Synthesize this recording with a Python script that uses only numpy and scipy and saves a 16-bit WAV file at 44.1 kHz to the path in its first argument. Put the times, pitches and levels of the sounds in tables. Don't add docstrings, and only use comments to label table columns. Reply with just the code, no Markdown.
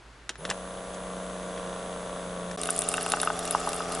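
import sys
import numpy as np
from scipy import signal
from scipy.fft import rfft, irfft
from scipy.io import wavfile
from scipy.ndimage import uniform_filter1d, map_coordinates

SR = 44100
rng = np.random.default_rng(int(sys.argv[2]) if len(sys.argv) > 2 else 0)


def int16_out(signal):
    q = np.round(np.clip(np.atleast_2d(signal).T, -1, 1) * 32767)
    wavfile.write(sys.argv[1], SR, q.astype(np.int16))


N = 176400


def undb(db):
    return 10 ** (np.asarray(db) / 20)


def level(x, db):
    return x * undb(db) / np.sqrt(np.mean(x ** 2) + 1e-20)


def clock():
    return np.arange(N) / SR


def curve(rows):
    return np.interp(clock(), *np.array(rows).T)


def gains(rows, size):
    hz, db = np.array(rows).T
    bin_hz = np.maximum(np.fft.rfftfreq(size, 1 / SR), 1)
    return undb(np.interp(np.log(bin_hz), np.log(hz), db))


def colour(x, rows):
    cepstrum = irfft(np.log(gains(rows, len(x))), len(x))
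    cepstrum[1:len(x) // 2] *= 2
    cepstrum[len(x) // 2 + 1:] = 0
    return irfft(rfft(x) * np.exp(rfft(cepstrum)), len(x))


def resonate(x, hz, width_hz):
    return signal.lfilter(*signal.iirpeak(hz, hz / width_hz, fs=SR), x)


def add(out, start_s, x):
    i = int(start_s * SR)
    out[i:i + len(x)] += x[:N - i]


def echoes(x, delay_s, decay_s, db):
    t = clock()[:SR // 2]
    tail = rng.standard_normal(len(t)) * np.exp(-t / decay_s) * (t > delay_s)
    return undb(db) * signal.fftconvolve(x, tail / np.sqrt(np.sum(tail ** 2)))[:N]


def drift(per_s):
    hold = int(SR / per_s)
    steps = np.repeat(rng.standard_normal(1000), hold)[:N]
    return 1.3 * uniform_filter1d(uniform_filter1d(steps, hold), hold)


def beats(turns, rows, decay_turns):
    return sum(undb(db) * np.exp(-((turns - at) % 1) / decay_turns) for at, db in rows)


def patter(per_s, spread_db):
    size = undb(spread_db * np.minimum(rng.exponential(size=N), 5))
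    return (rng.random(N) < per_s / SR) * size * rng.choice([-1, 1], N)


def bubble(hz, rise_s, glide_per_s=0):
    t = clock()[:SR // 80]
    envelope = t / rise_s * np.exp(1 - t / rise_s)
    return envelope * np.sin(2 * np.pi * hz * t * (1 + glide_per_s * t / 2))


# (frequency [Hz], level [dB])
APPLIANCE_HUM = [(52.3, -55.5), (59.7, -61), (119.6, -64)]
# (frequency [Hz], relative level [dB])
ROOM_TONE = [(25, -17), (45, -5), (85, -19), (125, -15), (250, -14), (600, -16), (1400, -16), (4000, -26.5),
             (11000, -36.5)]


def kitchen():
    t = clock()
    hum = sum(undb(db) * np.sqrt(2) * np.sin(2 * np.pi * (hz * t + rng.random()))
              for hz, db in APPLIANCE_HUM)
    return hum + level(colour(rng.standard_normal(N), ROOM_TONE), -53.5)


# (time [s], level [dB], tilt [dB per octave], relative panel ring [dB])
CLICK_EVENTS = [(0.293, -20, 4, -29), (0.3015, -33, -5, -18), (0.356, -39, 0, 0), (.452, -21.5, -1.5, -28),
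                (0.493, -24.5, -4, -11), (0.5009, -18.5, 5.5, -3), (0.5115, -22, -2, 0),
                (0.943, -36.5, 9, -25), (1.577, -34.5, 0, -9), (2.513, -33.5, 11, 6)]
# (frequency [Hz], relative level [dB])
PANEL_SPECTRUM = [(150, -20), (400, 4), (900, -1.5), (1600, 0), (2300, -4.5), (3300, -0.5), (4400, -8.5),
                  (6500, -10), (8500, -14), (11000, -26.5)]
# (frequency [Hz], relative level [dB], decay [s])
PANEL_RINGS = [(183, -16, 0.014), (1083, -15, 0.0083), (1740, -0.5, 0.0017), (2400, -11, .004)]


def clicks():
    out, t = np.zeros(N), clock()[:4096]
    envelope = np.exp(-t / 0.0021) + undb(-4) * np.exp(-t / 0.0075)
    spike = undb(15) * (t == 0)
    for start, db, tilt, ring_db in CLICK_EVENTS:
        push = spike + rng.standard_normal(len(t)) * envelope
        snap = colour(push, [(hz, band_db + tilt * np.log2(hz)) for hz, band_db in PANEL_SPECTRUM])
        add(out, start, level(snap, db - 6.5) * np.sqrt(np.mean(envelope ** 2)))
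        for hz, mode_db, decay in PANEL_RINGS:
            ring = np.exp(-t / decay) * np.sin(2 * np.pi * hz * t)
            add(out, start, undb(db + ring_db + mode_db) * ring)
    return out


def whine(pouring, hz=10003, on_s=.379):
    t = clock()
    gain = undb(np.where(pouring, -56, -54)) * (t > on_s)
    return gain * np.sqrt(2) * np.sin(2 * np.pi * hz * t)


# (position [share of a turn], relative level [dB])
TURN_KNOCKS = [(.02, 0), (.31, -5), (.45, -5), (.62, -11), (.74, -8)]
# (time [s], relative level [dB])
DEEP_TONE_SWELL = [(.45, 2), (.85, -5), (1.15, 3), (1.35, 0.5), (1.6, 0), (2.1, -2), (2.5, 2), (2.7, 2.5)]
# (frequency [Hz], relative level [dB])
HOUSING_SPECTRUM = [(100, -16), (330, -13), (600, -5.5), (900, -2), (1140, 6), (1300, -4.5), (1430, 1.5),
                    (2000, -8.5), (2700, -21.5), (6400, -30), (11000, -36)]
# (position [share of a turn], relative level [dB])
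VALVE_STROKES = [(.93, 0), (.29, -6), (.595, -5)]
# (frequency [Hz], relative level [dB])
BRUSH_SPECTRUM = [(880, -22), (1500, -1), (2200, -6.5), (2800, -6.5), (4200, -18), (5300, -12.5),
                  (6500, -11), (7050, -16.5), (8050, -5.5), (9150, -15), (9700, -8), (11000, -18.5),
                  (16000, -67)]
# (frequency [Hz], width [Hz], level [dB])
MOTOR_RESONANCES = [(3380, 380, -60), (5850, 150, -67), (6430, 110, -60.5), (8020, 130, -64)]


def pump(turns, tones, tone_db, rattle_db):
    hum = np.zeros(N)
    for order, db in tones:
        waver_db = .8 * drift(per_s=8) + (curve(DEEP_TONE_SWELL) if order == 6 else 0)
        drive = sum(undb(knock_db) * np.exp(-2j * np.pi * order * at) for at, knock_db in TURN_KNOCKS)
        phase = np.angle(drive) + .35 * rng.standard_normal()
        hum += undb(db + waver_db) * np.cos(2 * np.pi * order * turns + phase)
    one_turn = rng.standard_normal(SR // 30)
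    repeating = map_coordinates(one_turn, [turns % 1 * len(one_turn)], mode="grid-wrap")
    hiss = .5 * repeating + .5 * rng.standard_normal(N)
    rasp = .62 * repeating + .38 * rng.standard_normal(N)
    knocks = beats(turns + .05, TURN_KNOCKS, decay_turns=.12)
    rattle = colour(knocks * rasp, HOUSING_SPECTRUM)
    ticks = beats(turns, VALVE_STROKES, decay_turns=.06) * (1 + .22 * rasp)
    for _ in range(2):
        ticks = resonate(ticks, hz=3300, width_hz=750)
    brushes = level(colour(hiss, BRUSH_SPECTRUM), -50)
    motor = sum(level(resonate(hiss, hz, width), db) for hz, width, db in MOTOR_RESONANCES)
    return level(hum, tone_db) + level(rattle, rattle_db) + level(ticks, -56.5) + brushes + motor


# (time [s], speed [turns per s])
SHAFT_SPEED = [(.38, 24), (.47, 30.4), (1.25, 30.5), (1.5, 30.2), (2, 30), (2.56, 29.6)]
# (time [s], gain [dB])
PUMP_EFFORT = [(.385, -11.5), (.43, -4.5), (.46, -3), (.8, -2), (1.15, -1), (1.8, 0.5), (2.56, -0.5)]
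# (frequency [multiples of shaft speed], relative level [dB])
FREE_HARMONICS = [(6, 0), (7, -15), (9, -14.5), (10, -20), (12, -18), (14, -16), (15, -7), (16, -6),
                  (18, -3), (19, -8), (20, -4), (21, -15), (22, -4.5), (23, -10.5), (25, -14), (26, -17),
                  (28, -17), (32, -12), (34, -16), (35, -12.5), (38, -10.5), (39, -16), (45, -13.5),
                  (47, -17)]
# (frequency [Hz], relative level [dB])
RUMBLE_SPECTRUM = [(60, -6.5), (120, -6.5), (330, -1), (600, -1.5), (1200, -10), (2200, -18), (5000, -28.5)]


def free_pump(on_s=.385, turn_start_s=1.531):
    turns = np.cumsum(curve(SHAFT_SPEED)) / SR
    turns -= np.interp(turn_start_s, clock(), turns)
    mechanism = pump(turns, FREE_HARMONICS, tone_db=-36.6, rattle_db=-47.5)
    rumble = level(colour(rng.standard_normal(N), RUMBLE_SPECTRUM), -45)
    return (mechanism + rumble) * undb(curve(PUMP_EFFORT)) * (clock() > on_s)


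# (frequency [multiples of shaft speed], relative level [dB])
LOADED_HARMONICS = [(6, -2), (9, -2), (11, -11.5), (12, -8.5), (13, -11), (14, -4), (15, 1), (16, -3.5),
                    (18, -8.5), (19, -8.5), (20, -1), (21, -1), (23, 2), (24, -8), (25, -7), (26, -3),
                    (40, -3.5), (41, -9), (42, -6)]


def loaded_pump(turns_per_s=29.14, turn_start_s=3.0):
    turns = turns_per_s * (clock() - turn_start_s)
    return pump(turns, LOADED_HARMONICS, tone_db=-36.5, rattle_db=-46)


# (frequency [Hz], relative level [dB])
FIZZ_SPECTRUM = [(1060, -7), (1900, 3), (2900, -3), (3200, -27), (4200, 1), (5400, -1), (6300, -8),
                 (9670, 1.5), (11000, -5), (14300, -52)]
# (frequency [Hz], width [Hz], relative level [dB])
FIZZ_RESONANCES = [(2810, 200, -7.5), (3470, 150, -8.5), (5020, 59, -8.5), (5770, 64, -8.5),
                   (7140, 240, -6)]
# (time [s], level [dB])
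FIZZ_SWELL = [(2.58, -46), (2.75, -45.5), (3.1, -44), (3.33, -47), (3.6, -45), (3.82, -48.5), (4, -46.5)]
# (frequency [Hz], relative level [dB])
CHURN_SPECTRUM = [(200, -11), (450, -10.5), (780, 0), (980, -15), (1250, -0.5), (1550, -14), (2000, -18.5),
                  (3000, -24)]
# (time [s], level [dB])
CHURN_SWELL = [(2.58, -48.5), (3, -37.5), (3.4, -39.5), (3.6, -36), (3.85, -39), (4, -33)]


def stream():
    surge = undb(1.3 * drift(per_s=45))
    fizz = level(colour(surge * patter(per_s=3500, spread_db=2.5), FIZZ_SPECTRUM), -2)
    for hz, width, db in FIZZ_RESONANCES:
        fizz += level(resonate(surge * patter(per_s=680, spread_db=5), hz, width), db)
    churn = level(colour(patter(per_s=700, spread_db=2), CHURN_SPECTRUM), 0)
    return fizz * undb(curve(FIZZ_SWELL)) + churn * undb(curve(CHURN_SWELL))


# (rate [per s], lowest pitch [Hz], highest pitch [Hz], level over fizz [dB], spread [dB])
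SPRAY_BANDS = [(45, 2700, 7500, 2, 2), (70, 7500, 11300, 9, 2.5)]


def spray():
    out = np.zeros(N)
    for rate, low, high, db, spread in SPRAY_BANDS:
        for when, pitch, chance in rng.random((int(rate * N / SR), 3)):
            gain = undb(db - spread * np.log(max(chance, .03)))
            add(out, when * (N - 1) / SR, gain * bubble(low + pitch * (high - low), rise_s=0.00045))
    return out * undb(curve(FIZZ_SWELL))


# (time [s], level [dB], pitch [Hz], splash level [dB])
SPIT_EVENTS = [(2.6153, -13.5, 8700, -35), (2.6343, -22, 9200, -23), (2.6565, -16, 10100, -30),
               (2.672, -17, 9600, -28), (2.6992, -26, 9000, -28), (2.7051, -6.5, 9700, -30),
               (2.763, -15, 9300, -33), (2.7787, -16, 8200, -50), (2.7902, -5, 9600, -41),
               (2.809, -16, 9800, -34), (2.8197, -14, 9200, -23), (2.8884, -4.5, 9450, -31),
               (2.9156, -22, 9500, -28), (2.9276, -23, 9500, -39), (2.9398, -13, 8900, -27),
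               (2.9704, -17, 9200, -29), (3.0097, -29, 9500, -22.5), (3.021, -21, 9500, -34),
               (3.0285, -12.5, 10800, -35), (3.0628, -18, 9300, -35), (3.0896, -18, 9050, -43),
               (3.1, -14, 10100, -40), (3.1199, -13, 9700, -15), (3.2009, -17.5, 5000, -26.5),
               (3.2155, -7, 10100, -31), (3.231, -17, 9500, -24.5), (3.2498, -16.5, 10400, -42),
               (3.3913, -16.5, 10200, -28), (3.453, -17.5, 10100, -30), (3.4767, -21, 5800, -31),
               (3.5092, -6.5, 10700, -29), (3.6643, -23, 10500, -34), (3.6902, -16, 10400, -27.5),
               (3.7316, -20, 7800, -23), (3.7447, -19, 9800, -39), (3.7626, -19, 10300, -44),
               (3.9217, -25, 9400, -27.5), (3.9499, -16, 8900, -30)]
# (frequency [Hz], relative level [dB])
SPLASH_SPECTRUM = [(1500, -6.5), (2800, -1.5), (6500, -4.5), (10000, 1), (14000, -7)]


def spits(splash_decay_s=.0018):
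    out, t = np.zeros(N), clock()[:2048]
    for start, db, hz, splash_db in SPIT_EVENTS:
        add(out, start, undb(db) * bubble(hz, rise_s=0.00013))
        splash = level(colour(rng.standard_normal(len(t)), SPLASH_SPECTRUM), splash_db)
        add(out, start, splash * np.exp(-t / splash_decay_s))
    return out


# (time [s], level [dB], pitch [Hz], swell [s], relative crack level [dB])
PLOP_EVENTS = [(2.6893, -19.5, 1280, 0.0004, -7.5), (2.9406, -20.5, 1290, 0.00037, 0.5),
               (2.9805, -19.5, 1640, 0.00036, -7), (3.0631, -19.5, 1050, 0.0003, -6.5),
               (3.137, -10.5, 1060, 0.00027, -12.5), (3.1708, -21.5, 1140, 0.00026, -31),
               (3.2319, -16.5, 1220, 0.00029, -25), (3.2736, -16.5, 1180, 0.00087, -9.5),
               (3.3021, -13.5, 990, 0.00029, -23), (3.549, -11.5, 995, 0.001, -26),
               (3.6738, -18.5, 960, 0.00079, -59), (3.8051, -21, 1120, 0.00062, -32)]


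def plops():
    out = np.zeros(N)
    for start, db, hz, rise, crack_db in PLOP_EVENTS:
        add(out, start, undb(db) * bubble(hz, rise, glide_per_s=25))
        add(out, start, undb(db + crack_db) * bubble(hz=2630, rise_s=0.00036))
    return out


# (frequency [Hz], width [Hz], gain [dB])
MUG_AIR = [(822, 63, 5.5), (1245, 74, 1), (1502, 72, 7), (2783, 85, 8), (3700, 75, 8.5)]


def mug(drops, low_cut_hz=557):
    drops = signal.sosfilt(signal.butter(3, low_cut_hz, "high", fs=SR, output="sos"), drops)
    ring = sum(undb(db) * resonate(drops, hz, width) for hz, width, db in MUG_AIR)
    return drops + ring + echoes(drops, delay_s=0.00148, decay_s=0.0005, db=-12)


# (frequency [Hz], side gain [dB])
STEREO_WIDTH = [(50, -27), (150, -23), (300, -22), (600, -23), (1200, -17.5), (2200, -11.5), (4500, -12),
                (9000, -15)]
# (frequency [Hz], left over right [dB])
LEFT_LEAN = [(100, -1.3), (600, 0.26), (2000, 2), (4500, 0.4), (10000, 0.1)]


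def stereo(close, diffuse, centred):
    mid = rfft(close + diffuse + centred)
    scattered = echoes(diffuse, delay_s=0, decay_s=0.085, db=3.5)
    side = (1j * rfft(close) + rfft(scattered)) * gains(STEREO_WIDTH, N)
    lean = np.sqrt(gains(LEFT_LEAN, N))
    return irfft(np.array([mid * lean + side, mid / lean - side]), N)


def scene(break_s=2.563, pour_s=2.574, room_t60_s=0.071):
    starting, pouring = clock() < break_s, clock() > pour_s
    machine = free_pump() * starting + loaded_pump() * pouring
    hits = clicks() + mug(spray() + spits() + plops()) * pouring
    room = echoes(hits, delay_s=0.00045, decay_s=room_t60_s / np.log(1000), db=-11.5)
    diffuse = machine + room + stream() * pouring + kitchen()
    return stereo(hits, diffuse, whine(pouring)) * (starting | pouring)


def record(dry, top_hz=11130):
    return signal.sosfilt(signal.ellip(10, .2, 70, top_hz, fs=SR, output="sos"), dry)


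dry = scene()
out = record(dry)
int16_out(out)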